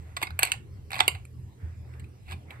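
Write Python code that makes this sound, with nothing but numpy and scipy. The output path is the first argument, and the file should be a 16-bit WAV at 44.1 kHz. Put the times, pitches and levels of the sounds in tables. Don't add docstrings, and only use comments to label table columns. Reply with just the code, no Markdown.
import sys
import numpy as np
from scipy import signal
from scipy.fft import rfft, irfft
from scipy.io import wavfile
from scipy.ndimage import uniform_filter1d

SR = 44100
rng = np.random.default_rng(int(sys.argv[2]) if len(sys.argv) > 2 else 0)


def undo_db(level):
    steps = np.asarray(level, float) / 20
    return 10 ** steps


def unload_wav(signal):
    wavfile.write(
        sys.argv[1],
        SR,
        np.round(np.clip(np.atleast_2d(signal).T, -1, 1) * 32767).astype(np.int16),
    )


N = 114660

# pitch_hz, level_db
AIR_COLOUR = [(15, -59), (30, -30.5), (55, -16), (66, -21.5), (85, -6), (100, -10), (120, -15.5),
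              (140, -16.5), (170, -19.5), (230, -28), (400, -28), (600, -39), (1000, -45), (2000, -50),
              (3000, -51), (8000, -57.5), (11500, -57.5), (15000, -65.5), (16500, -76.5)]
# pitch_hz, likeness (0 to 1)
LIKENESS = [(60, .88), (200, .82), (380, .6), (700, .2), (3000, .2), (6000, .6), (8500, .98), (16000, .99)]
# time_s, level_db
LOW_HUM_LEVEL = [(0.0, -67), (0.049, -40.5), (0.25, -58), (0.33, -37.5), (0.609, -74), (0.719, -41.5),
                 (0.93, -70.5), (1.03, -45.5), (1.23, -53), (1.4, -43.5), (1.59, -62.5), (1.658, -34.5),
                 (1.769, -50.5), (2.03, -41), (2.22, -80), (2.349, -36), (2.42, -53.5), (2.6, -45.5)]
# time_s, level_db
UPPER_HUM_LEVEL = [(0.0, -56.5), (0.43, -46), (0.51, -78), (0.572, -41.5), (0.61, -57.5), (1.48, -49),
                   (1.51, -62), (1.95, -45), (2.28, -60.5), (2.32, -50.5), (2.5, -63.5), (2.6, -43)]
# time_s, level_db
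RUB_LEVEL = [(0, -67.5), (.1, -61), (.55, -66), (.75, -75.5), (1.5, -89.5), (1.62, -60), (1.72, -63.5),
             (1.82, -74), (1.95, -58.5), (2.07, -69.5), (2.15, -80), (2.44, -79), (2.52, -48.5), (2.6, -62)]
# pitch_hz, level_db
RUB_COLOUR = [(130, -37.5), (250, 2), (600, -1.5), (1000, 2.5), (2200, 2.5), (3000, -13.5), (5000, -30),
              (9000, -20.5), (16000, -30)]
# pitch_hz, relative_level_db, t60_s
# (t60 is the time to fade by 60 dB)
METAL_MODES = [(655, -6.5, 0.005), (764, -1.5, 0.033), (909, -9, 0.065), (1087, -6, 0.038),
               (1415, 0, 0.012), (1734, -5, 0.026), (2043, -2.5, 0.045), (2364, 4, 0.015),
               (2627, 0.5, 0.02), (3413, -2, 0.0062), (3768, -10, 0.029), (4094, -7.5, 0.015),
               (4400, -11.5, 0.058), (4800, -15.5, 0.0042), (7040, -6, 0.0046), (7800, -3, 0.0063),
               (8504, -1.5, 0.03), (10284, -2, 0.0027), (12220, -4.5, 0.015), (13850, -10.5, 0.0031)]
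# time_s, level_db
SCRAPE_PRESSURE = [(.16, -70.5), (.2, -53.5), (.24, -44.5), (.33, -96), (.38, -69), (.41, -41.5),
                   (.46, -42), (.55, -55), (.62, -99), (.89, -82.5), (.92, -41.5), (.99, -42.5),
                   (1.04, -50), (1.12, -54.5), (1.2, -64), (1.3, -101), (2.24, -75.5), (2.28, -57),
                   (2.32, -44), (2.35, -65.5), (2.42, -75.5)]
# start_s, tab_peak_db, housing_share_db, edge_share_db, force_decay_ms
SLIPS = [(0.1649, -20.5, -8.5, -9.5, 4.5), (0.2149, -27, 0, -10.5, 2.8), (0.2251, -21.5, -2, -8, 1.5),
         (0.2274, -16, -31.5, -7.5, 2.5), (0.269, -28.5, -12.5, -16, 2.5), (0.3051, -32, -15, -13.5, 0.7),
         (.390, -12.5, -10.5, 0.5, 2.4), (0.4227, -17.5, -18.5, -15.5, 2), (0.4304, -6, -13, -1.5, 1.1),
         (0.4504, -22, -35, 2, 1.6), (0.4707, -26, -27, -9.5, 2.6), (0.481, -32.5, -21.5, -25, 0.5),
         (0.4967, -37.5, -19, -11.5, 3), (0.518, -12, -25, -2.5, 0.56), (0.5378, -30.5, -10, -16, 0.91),
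         (0.9053, -30, -13.5, -10.5, 0.72), (0.9168, -27.5, -8.5, -4.5, 0.88),
         (0.931, -21, -10.5, -15, 0.71), (0.9413, -24, -7.5, -14, 2.3), (.954, -25, -25, -10.5, 1.4),
         (0.9631, -28, -2, -15, 1.7), (0.9837, -28, -6, -6.5, 1.7), (0.9918, -17.5, -9, -21, 0.35),
         (1.0015, -15.5, -18.5, -10, 0.72), (1.0043, -2, -11, -16.5, 0.92), (1.0788, -6.5, -14, -3.5, 1.2),
         (1.147, -33, -9.5, -14, 4.7), (1.2509, -41, -35, -2, 1.98), (1.9375, -48, -13.5, -16, 1.4),
         (1.9945, -45, -12, -1, 4.8), (2.040, -49, -14, -11, 3.5), (2.282, -42, -23, -28.5, 5),
         (2.31, -36, -23, -9.5, 2.4), (2.3186, -35.5, 1, -5.5, 1.47), (2.322, -31.5, -23, -14, 7.4),
         (2.5045, -34, -10.5, -15.5, 4.1)]
METAL_RIGHT_DB = (1.5, 4.5, .5)
# start_s, level_db, pitch_hz
THUDS = [(0.2312, -26.5, 342), (0.4305, -25.5, 360), (1.0067, -24.5, 371.3), (1.078, -22.5, 394),
         (2.5042, -39, 362)]
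# pitch_hz, t60_s
ROOM_FADE = [(300, 0.39), (1000, 0.29), (3000, .2), (8000, 0.17), (15000, .12)]
# pitch_hz, lag_cycles
LEFT_LAG = [(0, 0), (900, .22), (1450, .5), (2300, 1), (4600, 2), (8100, 3), (11400, 4), (14750, 5),
            (22050, 7.2)]

AIR_DB, AIR_RIGHT_DB = -45.5, 1
LOW_HUM_HZ, UPPER_HUM_HZ, HUM_DRIFT_HZ = 82.2, 121.9, 1.5
RUB_RIGHT_DB = 3
HOUSING_TOP_HZ, EDGE_FROM_HZ = 1150, 6000
BEND_SHARE, SPLIT_SHARE = .015, .04
SPOT_DB, PORT_DB = 1.5, 3.5
GRAINS_PER_S, GRAIN_SPREAD_DB = 2600, 3.5
SCRAPE_HOUSING_DB, SCRAPE_EDGE_DB = -3, -11.5
RISE_SHARE = .45
METAL_LOW_HZ, TOP_HZ = 600, 16500
THUD_T60_S, THUD_RISE_S = 0.024, .0015
ROOM_DB, ROOM_GAP_MS = -15, 3


def evened(x):
    return x / np.sqrt(np.mean(x ** 2) + 1e-20)


def read(points, hz):
    f, value = np.transpose(points)
    return np.interp(np.log(hz + 1), np.log(f + 1), value)


def curve(rows):
    t, db = np.transpose(rows)
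    return undo_db(np.interp(np.arange(N) / SR, t, db))


def two_sides(right_db):
    return undo_db(right_db * np.array([[-.5], [.5]]))


def blend(left, other, hz):
    same = read(LIKENESS, hz)[:, None]
    return np.array([left, same * left + np.sqrt(1 - same ** 2) * other])


def noise(colour, patchy_db):
    frames, hz = N // 512 + 5, np.fft.rfftfreq(2048, 1 / SR)
    a, b, c, d, patches = rng.standard_normal((frames, 1025, 5)).T
    patches = uniform_filter1d(patches, size=16, axis=0)
    patches = evened(uniform_filter1d(patches, size=6, axis=1))
    spectra = blend(a + 1j * b, c + 1j * d, hz)
    spectra = spectra * undo_db(read(colour, hz)[:, None] + patchy_db * patches)
    return evened(signal.istft(spectra, nperseg=2048, noverlap=1536)[1][:, :N])


def hiss():
    return undo_db(AIR_DB) * noise(AIR_COLOUR, patchy_db=3.5)


def hum(hz, rows):
    drift = evened(uniform_filter1d(rng.standard_normal(N), size=8000))
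    cycles = np.cumsum(hz + HUM_DRIFT_HZ * drift) / SR
    return np.sqrt(2) * curve(rows) * np.sin(2 * np.pi * cycles)


def rub():
    return curve(RUB_LEVEL) * noise(RUB_COLOUR, patchy_db=2.5) * two_sides(RUB_RIGHT_DB)


def part_rings():
    hz, db, t60 = np.repeat(METAL_MODES, repeats=6, axis=0).T
    bend, split, spot, left, right, phase = rng.standard_normal((6, len(hz)))
    part_number = (hz > HOUSING_TOP_HZ).astype(int) + (hz > EDGE_FROM_HZ)
    in_part = np.arange(3)[:, None] == part_number
    t = np.arange(3000)[:, None] / SR
    tuned_hz = hz * (1 + BEND_SHARE * bend[0] + SPLIT_SHARE * split)
    onset = 1 - np.exp(-t / 0.000099)
    fade = undo_db(db + SPOT_DB * spot - 60 * t / t60) / np.sqrt(t60)
    modes = onset * fade * np.sin(2 * np.pi * tuned_hz * t + np.pi * phase)
    port_gains = undo_db(PORT_DB * np.array([left, right]))[:, None]
    rings = (in_part * port_gains) @ modes.T
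    return rings / np.linalg.norm(rings, axis=2, keepdims=True)


def scrape(spots=8):
    size = undo_db(GRAIN_SPREAD_DB * np.minimum(rng.exponential(1, N), 4))
    size = size * rng.choice([-1., 1.], N)
    catches = rng.random(N) < GRAINS_PER_S / SR
    grains = evened(size * catches) * curve(SCRAPE_PRESSURE)
    spot = rng.integers(0, spots, N)
    rung = np.zeros((2, 3, N))
    for k in range(spots):
        force = (grains * (spot == k))[None, None]
        rung += signal.oaconvolve(force, part_rings(), axes=2)[:, :, :N]
    return rung * undo_db(np.array([[SCRAPE_HOUSING_DB], [0], [SCRAPE_EDGE_DB]]))


def slips():
    out, t_ms = np.zeros((2, 3, N + 10000)), np.arange(2000) * 1000 / SR
    for start_s, db, housing_db, edge_db, decay_ms in SLIPS:
        rise = np.minimum(t_ms / (RISE_SHARE * decay_ms), 1) ** 2
        force = rise * np.exp(-t_ms / decay_ms) * rng.standard_normal((1, 3, 2000))
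        sound = signal.fftconvolve(force, part_rings(), axes=2)
        sound = sound / abs(sound).max(axis=2, keepdims=True)
        at = round(start_s * SR)
        peaks = undo_db(db + np.array([[housing_db], [0], [edge_db]]))
        out[:, :, at:at + sound.shape[2]] += peaks * sound
    return out[:, :, :N]


def metal():
    low_cut = signal.butter(3, METAL_LOW_HZ, "hp", fs=SR, output="sos")
    parts = signal.sosfilt(low_cut, slips() + scrape())
    tilt = undo_db(np.array(METAL_RIGHT_DB)[:, None] / 2)
    return np.array([(parts[0] / tilt).sum(0), (parts[1] * tilt).sum(0)])


def thuds():
    out, t = np.zeros(N + 4000), np.arange(4000) / SR
    for start_s, db, hz in THUDS:
        shape = undo_db(db - 60 * t / THUD_T60_S) * (1 - np.exp(-t / THUD_RISE_S))
        out[round(start_s * SR):][:4000] += shape * np.sin(2 * np.pi * hz * t)
    return out[:N]


def room(x):
    taps = np.zeros((2, SR // 2))
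    slots = np.arange(0, SR // 2 - 20, 20)
    at = slots + rng.integers(0, 20, (2, len(slots)))
    np.put_along_axis(taps, at, rng.choice([-1., 1.], at.shape), 1)
    hz, t, (left, other) = signal.stft(taps, SR, nperseg=256)
    fade = undo_db(-60 * t / read(ROOM_FADE, hz)[:, None])
    tail = signal.istft(blend(left, other, hz) * fade, SR, nperseg=256)[1]
    tail = np.pad(tail, ((0, 0), (round(ROOM_GAP_MS * SR / 1000), 0)))
    tail = tail / np.linalg.norm(tail[0])
    return x + undo_db(ROOM_DB) * signal.fftconvolve(x, tail, axes=1)[:, :N]


def scene():
    struck = metal() + thuds()
    rubbing = rub()
    air = hiss() + hum(LOW_HUM_HZ, LOW_HUM_LEVEL) + hum(UPPER_HUM_HZ, UPPER_HUM_LEVEL)
    return room(struck) + rubbing + air * two_sides(AIR_RIGHT_DB)


def top_cut(x):
    return signal.sosfilt(signal.butter(12, 16780, fs=SR, output="sos"), x)


def record(dry):
    hz = np.fft.rfftfreq(2 * N, 1 / SR)
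    lag = np.exp(-2j * np.pi * np.interp(hz, *np.transpose(LEFT_LAG)))
    delays = np.array([lag, np.ones(len(hz))])
    treble_limit = 1 / (1 + (hz / TOP_HZ) ** 40)
    ports = irfft(rfft(dry, 2 * N) * delays * treble_limit, 2 * N)[:, :N]
    return top_cut(ports)


dry = scene()
out = record(dry)
unload_wav(out)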